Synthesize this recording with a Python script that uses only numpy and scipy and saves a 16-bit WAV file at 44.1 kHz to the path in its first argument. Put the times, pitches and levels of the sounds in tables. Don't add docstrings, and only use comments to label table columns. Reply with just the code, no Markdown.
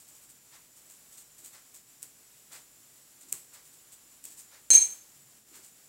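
import sys
import numpy as np
from scipy import signal
from scipy.fft import rfft, irfft
from scipy.io import wavfile

SR = 44100
rng = np.random.default_rng(int(sys.argv[2]) if len(sys.argv) > 2 else 0)


def to_wav(s):
    ch = np.atleast_2d(s).T
    pcm = np.round(np.clip(ch, -1, 1) * 32767)
    wavfile.write(sys.argv[1], SR, pcm.astype(np.int16))


N = 259308
TIME = np.arange(N) / SR


def from_db(db):
    return 10 ** (np.asarray(db) / 20)


def unit_rms(x):
    return x / np.sqrt(np.mean(x ** 2) + 1e-20)


def coloured(x, spectrum):
    hz, db = np.transpose(spectrum)
    bins_hz = np.maximum(np.fft.rfftfreq(N, 1 / SR), 1)
    gain_db = np.interp(np.log(bins_hz), np.log(hz), db)
    return unit_rms(irfft(rfft(x) * from_db(gain_db), N))


def noise(spectrum):
    return coloured(rng.standard_normal(N), spectrum)


def resonate(x, hz, width_hz):
    radius = np.exp(-np.pi * width_hz / SR)
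    zeros = np.array([1, 0, -1]) * (1 - radius ** 2) / 2
    poles = [1, -2 * radius * np.cos(2 * np.pi * hz / SR), radius ** 2]
    return signal.lfilter(zeros, poles, x + 1e-18)


def decay(start_s, t60_s):
    return (TIME >= start_s) * np.exp(-np.log(1000) * np.clip((TIME - start_s) / t60_s, 0, 10))


def struck(start_s, build_s, t60_s):
    return decay(start_s, t60_s) * (1 - decay(start_s, build_s))


def swell(start_s, rise_s):
    age = np.clip((TIME - start_s) / rise_s, 0, 20)
    return (age * np.exp(1 - age)) ** 4


def bump(centre_s, half_s):
    return np.exp(-np.minimum(np.abs(TIME - centre_s) / half_s, 3) ** 4)


# frequency in Hz, relative density in dB.
HISS_SPECTRUM = [(30, -18), (400, -5.5), (900, -8), (2000, -7.5), (4000, -8), (5500, -5.5), (6800, -4),
                 (7300, -0.5), (8100, -1), (8800, -4.5), (11000, -4), (15500, -7)]
# frequency in Hz, level in dB before lift and waver.
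WHISTLES = [(5593, -80.5), (7058, -70.5), (7106, -72.5), (7300, -71), (7887, -70.5)]
# rate in Hz, relative density in dB.
WAVER_SPECTRUM = [(1, -6), (3, 0), (8, -4), (30, -40), (100, -100)]
# centre in seconds, gain in dB.
HISS_DIPS = [(.415, -2.5), (.71, -2), (1.84, -2.5), (5.435, -5)]

def microphone_hiss(lift_db, hiss_db=-58, waver_db=0.5):
    whistles = sum(from_db(db) * unit_rms(resonate(rng.standard_normal(N), hz, width_hz=12))
                   for hz, db in WHISTLES)
    dips_db = sum(db * bump(centre_s, half_s=0.036) for centre_s, db in HISS_DIPS)
    gain_db = lift_db + waver_db * noise(WAVER_SPECTRUM) + dips_db
    return from_db(gain_db) * (from_db(hiss_db) * noise(HISS_SPECTRUM) + whistles)


def suppressor_lift_db(sound, range_db=8, threshold_db=-42, knee_db=4.5, follow_s=0.022):
    pole = np.exp(-1 / (follow_s * SR))
    power = signal.lfilter([1 - pole], [1, -pole], sound ** 2)
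    over_db = 10 * np.log10(power + 1e-12) - threshold_db
    return range_db * (1 + np.tanh(over_db / (2 * knee_db))) / 2


# frequency in Hz, relative density in dB.
RUMBLE_SPECTRUM = [(25, -28.5), (38, -16.5), (47, 3.5), (62, -11), (80, -10), (105, -3), (135, 1.5),
                   (170, -5), (280, -2.5), (450, -12.5), (800, -20.5), (2000, -53)]

def rumble(level_db=-74):
    return from_db(level_db) * noise(RUMBLE_SPECTRUM)


# start in seconds, end in seconds.
DAB_RUNS = [(0.005, .34), (.53, .56), (.76, .8), (3.215, 3.32), (3.65, 3.77)]

def dabs(gap_s=0.07, jitter_s=0.0057, length_s=0.039, level_db=-53.5, spread_db=0.9):
    starts_s = np.concatenate([np.arange(start_s, end_s, gap_s) for start_s, end_s in DAB_RUNS])
    draws = rng.standard_normal((len(starts_s), 2))
    return [(start_s + jitter_s * late, length_s, level_db + spread_db * firm)
            for start_s, (late, firm) in zip(starts_s, draws)]


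# start in seconds, length in seconds, level in dB.
FIRM_STROKES = [(.886, .07, -50.5), (1.113, 0.057, -52.5), (1.168, 0.053, -47.5), (1.379, 0.03, -49),
                (1.436, 0.052, -46.5), (1.527, .035, -50), (1.738, .037, -47), (2.019, 0.024, -45),
                (2.515, .06, -45.5), (3.322, 0.068, -51), (3.531, .03, -48), (3.916, 0.034, -47.5),
                (4.236, 0.05, -45), (4.298, .05, -50), (4.37, .05, -46), (5.538, 0.048, -50.5),
                (5.626, 0.061, -50.5)]
# frequency in Hz, relative density in dB.
SWISH_SPECTRUM = [(200, -20), (1000, -21), (3000, -16), (5800, -12.5), (7200, -2), (8300, -0.5),
                  (9800, -10), (15500, -12)]

def bristles(slips_per_s=6000, spread_db=2.0, press_share=0.17):
    power = np.zeros(N)
    for start_s, length_s, db in list(FIRM_STROKES) + dabs():
        age = np.clip((TIME - start_s) / length_s, 0, 4)
        press = 1 - np.exp(-age / press_share)
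        release = np.exp(-age ** 2)
        power += (from_db(db) * press * release) ** 2
    slips = (rng.random(N) < slips_per_s / SR) * rng.standard_normal(N)
    sizes = from_db(spread_db * np.minimum(rng.exponential(1, N), 4))
    return np.sqrt(power) * coloured(slips * sizes, SWISH_SPECTRUM)


# frequency in Hz, relative density in dB.
CLOCK_SPECTRUM = [(200, -23), (600, -3.5), (1100, -1.5), (2000, 0), (3000, -6.5), (4400, -3.5),
                  (7000, -5.5), (15000, -17)]

def clock(first_s=0.485, limp_s=0.014, level_db=-57.5, accent_db=6):
    envelope = np.zeros(N)
    for k in range(N // SR + 1):
        start_s = first_s + k + limp_s * (k % 2)
        tick_db = level_db + accent_db * (k == 2)
        envelope += from_db(tick_db) * swell(start_s, rise_s=0.061)
    return envelope * noise(CLOCK_SPECTRUM)


# centre in seconds, band frequency in Hz, level in dB.
HAND_SHIFTS = [(1.42, 362, -74), (3.3, 290, -68.5), (4.29, 294, -71.5), (5.22, 145, -69.5),
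               (5.565, 367, -67.5)]

def hand():
    out = np.zeros(N)
    for centre_s, hz, db in HAND_SHIFTS:
        murmur = unit_rms(resonate(noise(RUMBLE_SPECTRUM), hz, width_hz=hz / 4))
        out += from_db(db) * bump(centre_s, half_s=0.073) * murmur
    return out


# frequency in Hz, width in Hz, relative gain in dB.
TICK_RESONANCES = [(2550, 370, -16), (7700, 1030, 1.5), (12670, 5800, -9)]

def tick_ring(clicks):
    return sum((-1) ** k * from_db(db) * resonate(clicks, hz, width_hz)
               for k, (hz, width_hz, db) in enumerate(TICK_RESONANCES))


# time in seconds, peak in dB.
TIP_TICKS = [(1.7455, -36), (2.0291, -18.5), (3.324, -22), (3.3266, -6), (4.241, -26), (4.2539, -22),
             (4.393, -32)]
# frequency in Hz, relative density in dB.
THUD_SPECTRUM = [(30, -1), (120, -3), (320, 1.5), (600, -7), (2000, -6), (5000, -17), (10000, -35)]

def tip_ticks(thud_gain_db=-49, thud_t60_s=0.21):
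    clicks, thud = np.zeros((2, N))
    for start_s, db in TIP_TICKS:
        clicks[round(start_s * SR)] = from_db(db)
        thud += from_db(db + thud_gain_db) * decay(start_s, thud_t60_s)
    impulse_peak = np.abs(tick_ring(signal.unit_impulse(N))).max()
    return tick_ring(clicks) / impulse_peak + thud * noise(THUD_SPECTRUM)


# start in seconds, then relative ring, wash and crack levels in dB.
RIM_KNOCKS = [(4.7033, -5, -22.5, -3), (4.7316, -10.5, -22.5, -32), (4.745, -18, -53.5, -29),
              (4.7640, -18, -59.5, -40.5), (4.8090, -25.5, -38.5, -48)]
# frequency in Hz, relative level in dB, T60 in seconds.
KNOCK_MODES = [(94, -50, .35), (519.5, -28.5, 0.048), (570, -29, 0.051), (918, -40, 0.27),
               (1922, -43.5, 0.28), (2318, -34, 0.34), (2348, -33, 0.35), (4140, -13, 0.18),
               (4150, -23, 0.26), (6367, 2.5, 0.24), (6470, -14, 0.27), (6380, -15, 0.38), (8850, -21, 0.2),
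               (8963, -28.5, 0.19), (8930, -13.5, .21), (11941, -25, 0.15), (15220, -30.5, .14)]
# rate in Hz, relative density in dB.
FLUTTER_SPECTRUM = [(5, -12), (15, 0), (35, -3), (100, -22), (400, -90)]

def knock_ring(gain_db=-6, build_s=0.0068, choke_s=0.0017, flutter_db=3.5):
    ring = np.zeros(N)
    age_s = np.maximum(TIME - RIM_KNOCKS[0][0], 0)
    for hz, mode_db, t60_s in KNOCK_MODES:
        swing = sum(from_db(db) * struck(start_s, build_s, t60_s) for start_s, db, _, _ in RIM_KNOCKS)
        flutter = from_db(flutter_db * noise(FLUTTER_SPECTRUM))
        ring += from_db(mode_db) * swing * flutter * np.sin(2 * np.pi * hz * age_s)
    mute_s = RIM_KNOCKS[1][0] - choke_s
    choke = np.exp(-((TIME - mute_s) / choke_s) ** 2)
    return from_db(gain_db) * ring * (1 - choke)


# frequency in Hz, relative density in dB.
CLATTER_SPECTRUM = [(30, -46), (90, -30), (250, -17.5), (500, -16.5), (750, -22.5), (1300, -22),
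                    (2000, -16), (2800, -13.5), (5300, -13), (6300, 1), (7200, 1.5), (8000, 3.5),
                    (9100, -3), (10200, -23), (15500, -27)]

def clatter(crack_gain_db=-8):
    envelope = np.zeros(N)
    for start_s, _, wash_db, crack_db in RIM_KNOCKS:
        envelope += from_db(crack_db + crack_gain_db) * struck(start_s, build_s=0.001, t60_s=0.01)
        envelope += from_db(wash_db) * struck(start_s, build_s=0.021, t60_s=0.29)
    return envelope * noise(CLATTER_SPECTRUM)


def diffuse_tail(start_s, t60_s, level_db):
    tail = rng.standard_normal(SR) * decay(start_s, t60_s)[:SR]
    return from_db(level_db) * tail / np.sqrt(np.sum(tail ** 2))


# delay in seconds, gain in dB.
WALL_ECHOES = [(.0087, -22), (.0156, -21.5), (.027, -22)]

def room(x):
    response = diffuse_tail(start_s=0.001, t60_s=0.027, level_db=-19)
    response += diffuse_tail(start_s=WALL_ECHOES[0][0], t60_s=0.39, level_db=-13.5)
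    for delay_s, db in WALL_ECHOES:
        response[round(delay_s * SR)] += from_db(db)
    return x + signal.fftconvolve(x, response)[:N]


def scene():
    craft = room(knock_ring() + clatter() + tip_ticks() + bristles())
    mix = craft + hand() + clock() + microphone_hiss(suppressor_lift_db(craft)) + rumble()
    return mix[None]


def record(dry, ceiling=0.98, cutoff_hz=15750):
    oversampled = signal.resample_poly(dry, 2, 1, axis=-1)
    rounded = ceiling * np.tanh(oversampled / ceiling)
    lowpass = signal.ellip(10, 0.1, 80, cutoff_hz, fs=SR, output="sos")
    return signal.sosfilt(lowpass, signal.resample_poly(rounded, 1, 2, axis=-1))


dry = scene()
out = record(dry)
to_wav(out)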